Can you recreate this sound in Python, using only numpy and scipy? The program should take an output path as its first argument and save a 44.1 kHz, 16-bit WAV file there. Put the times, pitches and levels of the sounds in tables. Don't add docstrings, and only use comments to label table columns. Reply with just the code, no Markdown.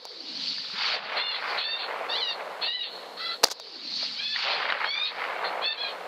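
import sys
import numpy as np
from scipy import signal
from scipy.fft import rfft, irfft, next_fast_len
from scipy.io import wavfile
from scipy.ndimage import uniform_filter1d, map_coordinates

SR = 44100
rng = np.random.default_rng(int(sys.argv[2]) if len(sys.argv) > 2 else 0)


def wrap_up_sound(samples):
    columns = np.atleast_2d(samples).T
    tamed = np.clip(columns, -1, 1)
    steps = np.round(tamed * 32767).astype(np.int16)
    wavfile.write(sys.argv[1], SR, steps)


def undo_db(level):
    steps = np.asarray(level, float) / 20
    return 10 ** steps


N = 267863

SHOTS = [
    -0.12,
    3.437,
]


def unit(x):
    return x / np.sqrt(np.mean(x ** 2) + 1e-20)


def along(points, hz):
    f, v = np.transpose(points)
    return np.interp(np.log(hz + 1), np.log(f + 1), v)


def wobble(rate, n=N):
    knots = rng.standard_normal(int(n * rate / SR) + 4)
    return map_coordinates(knots, [np.arange(n) * rate / SR])


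def filtered(x, response):
    m = next_fast_len(len(x) + 8192)
    return irfft(rfft(x, m) * response(np.fft.rfftfreq(m, 1 / SR)), m)[:len(x)]


def resonances(modes):
    def response(f):
        return sum((-1) ** k * undo_db(db) * 1j * f * wide / (hz * hz - f * f + 1j * f * wide)
                   for k, (hz, wide, db) in enumerate(modes))
    return response


def gain_db():
    # (start [s], held until [s], depth [dB], recovery [s])
    ducks = [(-.12, 0.775, 14, 0.51), (0.945, 1.0, 11, 0.18), (1.179, 1.291, 10.5, 0.22),
             (1.58, 1.725, 9.5, 0.19), (2.174, 2.324, 5, 0.049), (2.65, 2.838, 11, 0.099),
             (3.447, 4.4, 14, 0.55), (4.502, 4.62, -1, 0.11), (4.718, 4.77, 2.5, 0.035),
             (4.852, 5.1, 9.5, .11), (5.638, 5.73, 11, 0.18)]
    fall_s = 0.06
    t, total = np.arange(N) / SR, np.zeros(N)
    for s, until, db, back in ducks:
        hold_end = max(until, s + fall_s)
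        total -= np.interp(t, [s, s + fall_s, hold_end, hold_end + back], [0, db, db, 0])
    return total


def scatter(spectrum, patchy_db, grain_db, grain_rate):
    grains = rng.standard_normal(N) * undo_db(grain_db * wobble(grain_rate))
    z = signal.stft(grains, nperseg=256)[2]
    field = uniform_filter1d(rng.standard_normal(z.shape), size=4, axis=0)
    field = uniform_filter1d(field, size=10, axis=1)
    rough = signal.istft(z * undo_db(patchy_db * unit(field)), nperseg=256)[1][:N]
    return unit(filtered(rough, lambda hz: undo_db(along(spectrum, hz))))


def belts(rows):
    t = np.arange(N) / SR
    since = t - np.where(t < SHOTS[1], *SHOTS)
    power = sum(undo_db(db - np.maximum(rise * (s - since), fall * (since - s))) ** 2
                for s, db, rise, fall in rows)
    return np.sqrt(power)


def rifle():
    # (time [s], peak [dB], thud [dB], edge [dB], ring-down [s])
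    blast = [(3.4327, -21.5, 2, -33, 0.0087), (3.4362, -12, -2.5, -24.5, 0.0042),
             (3.4382, -4, -2, -23, 0.0093), (3.4418, 3.5, -23.5, -10.5, 0.0072),
             (3.4439, -0.5, -14, -24.5, 0.0034)]
    bolt = [(3.445, -41, -9.5, -16, 0.027), (3.451, -29, -3, -12, 0.03), (3.46, -29.5, -21, -11, .03),
            (3.468, -28.5, -10, -11, 0.036), (3.4837, -34, -2, -10.5, 0.019),
            (3.499, -29.5, -13.5, -28, 0.064), (3.5116, -21.5, -16, -7, 0.016),
            (3.514, -22, -16.5, -5, 0.036), (3.52, -28, -27, -13, 0.029)]
    latch = [
        (0.0525, -26, -10, -8, 0.0089),
        (3.5985, -30.5, -5.5, -18, 0.01),
    ]
    # (centre [Hz], width [Hz], level [dB])
    steel_modes = [(4350, 1100, 7), (6520, 2000, 1.5)]
    stock_modes = [(600, 700, 13), (1480, 2700, -11)]
    rise_share = 0.037
    parts, t = np.zeros((3, N + SR)), np.arange(SR // 10) / SR
    for s, db, thud_db, edge_db, t60 in blast + bolt + latch:
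        rise = 1 - np.exp(-t / max(rise_share * t60, 1e-4))
        shape = undo_db(db - 60 * t / max(t60, .002)) * rise
        levels = undo_db([[6], [thud_db + 9.0], [edge_db - 2.5]])
        parts[:, round(s * SR):][:, :len(t)] += levels * shape * rng.standard_normal((3, len(t)))
    steel, stock, edge = parts[:, :N]

    def steel_response(f):
        return resonances(steel_modes)(f) * (11000 / (11000 + 1j * f)) ** 2 * 1j * f / (2000 + 1j * f)

    def stock_response(f):
        return resonances(stock_modes)(f) * (1j * f / (180 + 1j * f)) ** 3

    ring = filtered(steel, steel_response)
    thud = filtered(stock, stock_response)
    return ring + thud + filtered(edge, resonances([(9760, 4500, 0.00039)]))


def slaps():
    # (time [s], peak [dB], centre [Hz], ring-down [s])
    returns = [(.583, -29, 1800, .015), (.648, -28, 1300, .008), (.7, -28, 1300, .012),
               (.735, -38, 200, .08), (4.03, -27, 650, .02), (4.361, -11, 1900, .012),
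               (4.378, -22, 2300, .012), (4.699, -15, 1100, .012), (4.7018, -8, 1900, .01),
               (4.7215, -18, 1800, .008), (4.7232, 1, 1500, .0045), (4.865, -20, 800, .012)]
    out, t = np.zeros(N + SR), np.arange(SR // 20) / SR
    onset = (1 - np.exp(-t / .0004)) ** 2
    for s, db, hz, t60 in returns:
        knock = np.sin(2 * np.pi * hz * t) + .5 * np.sin(2 * np.pi * 2.0 * hz * t)
        knock += 0.12 * np.sin(2 * np.pi * 4500 * t)
        out[round(s * SR):][:len(t)] += undo_db(db - 60 * t / t60) * knock * onset
    return out[:N]


def growl():
    # (time after the shot [s], centre [Hz], level [dB])
    sinking = [(.13, 478, -63.5), (.22, 470, -54.5), (.35, 310, -51), (.5, 230, -49.5), (.85, 205, -58.5),
               (1.25, 200, -58), (1.5, 188, -70)]
    t, out = np.arange(N) / SR, np.zeros(N)
    after_s, centre_hz, level_db = np.transpose(sinking)
    for shot in SHOTS:
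        hz = np.interp(t, after_s + shot, centre_hz)
        db = np.interp(t, after_s + shot, level_db)
        lumps = (wobble(170) + 1j * wobble(170)) * undo_db(1.1 * wobble(30))
        out += undo_db(db) * np.real(lumps * np.exp(2j * np.pi * np.cumsum(hz) / SR))
    return out


def tree_echoes():
    # (loudest after the shot [s], level [dB], rise [dB/s], fall [dB/s])
    far_belts = [(.57, -42.5, 3, 330), (1.05, -24, 160, 36), (2.1, -34, 9.8, 9.7)]
    near_belts = [(.57, -37.5, 28, 19), (.92, -21, 150, 15), (2.4, -48.5, 3.2, 8)]
    brush_belts = [(.92, -19.5, 250, 42), (1.05, -21.5, 60, 120)]
    twig_belts = [(.58, -26.5, 49, 48), (1.0, -30.5, 19, 80.5), (1.63, -49.5, 39, 80)]
    fizz_belts = [(.85, -59.5, 35, 60.5)]
    # (frequency [Hz], level [dB])
    far_colour = [(120, -38.5), (250, -20), (450, 2), (650, 5.5), (1100, 1.5), (1800, -9), (3000, -19.5),
                  (5000, -68)]
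    near_colour = [(400, -62), (800, 1.5), (1300, 3.5), (2200, 3), (3200, -8), (4500, -15.5), (5500, -33),
                   (8000, -64)]
    brush_colour = [(1400, -30.5), (2400, 6), (3600, 5), (4600, -2.5), (6000, -55.5)]
    twig_colour = [(1200, -34), (2200, -14.5), (3300, -9.5), (4500, 3.5), (5300, -10.5), (6500, -27),
                   (8500, -43.5), (13000, -74.5)]
    fizz_colour = [(5000, -34), (7000, 4), (15000, -5), (15600, -39.5)]
    # (time [s], level [dB], width [s])
    surges = [(.93, -2, 0.034), (1.18, 0.5, 0.019), (1.26, -1, 0.024), (1.5, 1, 0.075), (1.63, -2.5, 0.027),
              (1.9, 1.5, 0.026), (2.409, 5, 0.015), (2.62, 3, 0.04), (3.25, -4.5, 0.054),
              (3.38, -5.5, 0.051), (4.035, 9.5, 0.022), (4.2, 5.5, 0.086), (4.31, -15, 0.045),
              (4.5, 2.5, 0.038), (4.85, 1.5, 0.014), (4.91, -8, 0.026), (5.07, -7.5, 0.021),
              (5.45, 3.5, .03), (5.66, 1.5, 0.022)]
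    t = np.arange(N) / SR
    surge = undo_db(sum(db * np.exp(-((t - s) / width) ** 2) for s, db, width in surges))
    far = belts(far_belts) * scatter(far_colour, patchy_db=0.5, grain_db=2.0, grain_rate=130)
    near = belts(near_belts) * scatter(near_colour, patchy_db=1, grain_db=3, grain_rate=350)
    brush = belts(brush_belts) * scatter(brush_colour, patchy_db=1, grain_db=3, grain_rate=500)
    twigs = belts(twig_belts) * scatter(twig_colour, patchy_db=2.5, grain_db=0.5, grain_rate=270)
    fizz = belts(fizz_belts) * scatter(fizz_colour, patchy_db=-3.5, grain_db=1.0, grain_rate=60)
    return undo_db(gain_db()) * (surge * (far + near + brush) + undo_db(10.5) * twigs + fizz)


def cry(call, melody, clarity, muzzle):
    # (frequency [Hz], level [dB])
    throat = [(800, -50), (1300, -16.5), (1900, -8), (2700, -1.5), (3500, 3.5), (4000, 5.5), (4500, 0),
              (5000, -21), (5700, -30), (6800, -55), (9000, -75)]
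    start, length, db, swell_db = call
    first, top_s, top, last, flat = melody
    clear_from, clear_until, *shares = clarity
    tilt_db, chest_db, _, top_db = muzzle
    attack_s, release_s, break_s = 0.022, 0.058, .027
    flip_at_s, flip_s, flip_hz = 2.183, .026, 205
    whistle_hz, whistle_wide_hz, whistle_db = 4280, 170, 6
    end = start + length
    t = np.arange(round(start * SR), round(end * SR)) / SR
    n = len(t)

    def colour(f):
        tilt = tilt_db * np.log2((f + 1) / 3500)
        chest = chest_db / (1 + (f / 1800) ** 6)
        highest = top_db / (1 + (4800 / (f + 1)) ** 20)
        return undo_db(along(throat, f) + tilt + chest + highest)

    def breath_colour(f):
        whistle = undo_db(whistle_db) * np.exp(-((f - whistle_hz) / whistle_wide_hz) ** 2)
        return colour(f) ** 1.3 * (1 + whistle)

    off_top = np.interp(t, [start, top_s, end], [1, 0, 1]) ** flat
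    arch = top + off_top * (np.where(t < top_s, first, last) - top)
    arch = arch + flip_hz * np.exp(-((t - flip_at_s) / flip_s) ** 2)
    pitch = arch * (1 + .011 * wobble(148.0, n))
    phase = 2 * np.pi * np.cumsum(pitch) / SR
    flicker = 1.25 * wobble(110, n)
    clear = np.zeros(n)
    for k in range(1, 9):
        level = colour(k * pitch) * undo_db(flicker + 3.46 * wobble(162.3, n))
        clear += level * np.sin(k * phase + rng.uniform(0, 2 * np.pi))
    breath = rng.standard_normal(n) * (1 + 0.97 * np.cos(phase)) * undo_db(flicker)
    breath = filtered(breath, breath_colour)
    turns = [clear_from - break_s, clear_from, clear_until, clear_until + break_s]
    hoarse = np.interp(t, turns, np.array(shares)[[0, 1, 1, 2]])
    voice = np.sqrt(1 - hoarse) * unit(clear) + np.sqrt(hoarse) * unit(breath)
    edge = np.clip(np.minimum((t - start) / attack_s, (end - t) / release_s), 0, 1)
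    return edge * undo_db(db + swell_db * (t - start) / length - 6) * voice


def yelps():
    # (start [s], length [s], level [dB], swell over the cry [dB])
    calls = [(1.152, 0.26, -25.5, -3.5), (1.567, 0.32, -24, -6.5), (2.084, 0.27, -25.5, 0.5),
             (2.607, 0.3, -23.5, -7), (3.165, 0.21, -28.5, 1), (4.158, 0.23, -29.5, 3),
             (4.503, 0.065, -25, -4), (4.839, 0.28, -27.5, 3), (5.438, 0.073, -25.5, -8),
             (5.612, .155, -23, -4), (5.763, 0.17, -28.5, 1.5)]
    # (first [Hz], top at [s], top [Hz], last [Hz], flatness of the top [exponent])
    melodies = [(640, 1.245, 709, 628, 2), (800, 1.755, 921, 825, 1.7), (866, 2.19, 988, 902, 1.3),
                (815, 2.76, 998, 835, 1.6), (621, 3.27, 671, 630, 2.1), (725, 4.4, 866, 864, 4.8),
                (866, 4.52, 861, 830, 1.5), (1045, 5.065, 1256, 1250, 1.25), (698, 5.49, 712, 710, 1.5),
                (765, 5.692, 895, 850, 2.1), (775, 5.79, 838, 795, 1.05)]
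    # (clear from [s], clear until [s], hoarseness before, during, after [0-1])
    clarities = [(1.205, 1.33, .8, .015, .85), (1.65, 1.775, .75, .025, .85), (2.11, 2.31, .4, .04, .8),
                 (2.675, 2.82, .85, .03, .9), (3.22, 3.31, .8, .22, .9), (4.2, 4.34, .1, .015, .6),
                 (4.55, 4.6, .3, .05, .05), (4.88, 5.045, .4, .025, .75), (5.47, 5.48, .85, .85, .85),
                 (5.65, 5.71, .6, .025, .75), (5.79, 5.86, .5, .1, .75)]
    # (brightness [dB/octave], chest [dB], sent to the trees [dB], top overtones [dB])
    muzzles = [(-4, -13, -4, 2), (-3, -9, -9, 0), (0, 5, -5, 11), (-3, 1, 5.5, 2), (8, 37, -4, 10),
               (-2, -2, -5, 0), (6, -6, -5, 0), (-5, -2, -6, 13), (3, 0, -11, 0), (-7, -4, -10, 2),
               (-6, 1, -12, 6)]
    # (delay [s], level [dB])
    bounces = [(.005, -10), (.011, -6), (.019, -5)]
    out, sent = np.zeros((2, N))
    for call, melody, clarity, muzzle in zip(calls, melodies, clarities, muzzles):
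        one = cry(call, melody, clarity, muzzle)
        first = round(call[0] * SR)
        out[first:][:len(one)] += one
        sent[first:][:len(one)] += undo_db(muzzle[2] + 1) * one

    def ground(f):
        return 1 + sum(undo_db(db) * np.exp(-2j * np.pi * f * s) for s, db in bounces)

    out = filtered(out, ground)
    t = np.arange(SR // 2) / SR
    tail = rng.standard_normal(len(t)) * undo_db(-60 * t / 1.1)
    tail = filtered(tail, resonances([(4290, 130, 0), (3200, 700, -11)]))
    smeared = np.pad(sent * wobble(300), (SR // 20, 0))
    late = signal.fftconvolve(smeared, tail / np.linalg.norm(tail))[:N]
    return out + undo_db(gain_db() - 24) * late


def night_air():
    # (frequency [Hz], level [dB])
    night_colour = [(30, -29.5), (90, -32.5), (170, -14), (300, -9), (550, 4), (1500, -22.5), (2500, -15),
                    (4300, -11), (5700, -22.5), (9000, -28), (15000, -31), (15600, -61.5)]
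    floor_db = -69.5
    air = scatter(night_colour, patchy_db=.3, grain_db=.3, grain_rate=60)
    return undo_db(gain_db() + floor_db + 22.5) * air


def machinery():
    # (frequency [Hz], level [dB])
    tones = [(120, -79.5), (180, -66.5), (240, -68), (300, -65.5), (480, -58)]
    t = np.arange(N) / SR
    hum = sum(undo_db(db + 3.5 * wobble(25)) * np.sin(2 * np.pi * hz * t) for hz, db in tones)
    return undo_db(0.69 * gain_db() + 4) * hum


def scene():
    shot = rifle() + slaps() + growl() + tree_echoes()
    return (shot + yelps() + night_air() + machinery())[None]


def top_cut(x):
    return signal.sosfilt(signal.butter(12, 16460, fs=SR, output="sos"), x)


def record(dry):
    x = dry[0] / (1 + np.abs(dry[0] / .56) ** 6) ** (1 / 6)
    x = filtered(x, lambda hz: (1j * hz / (140 + 1j * hz)) ** 2 / (1 + (hz / 15500) ** 30))
    return top_cut(x[None])


dry = scene()
out = record(dry)
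wrap_up_sound(out)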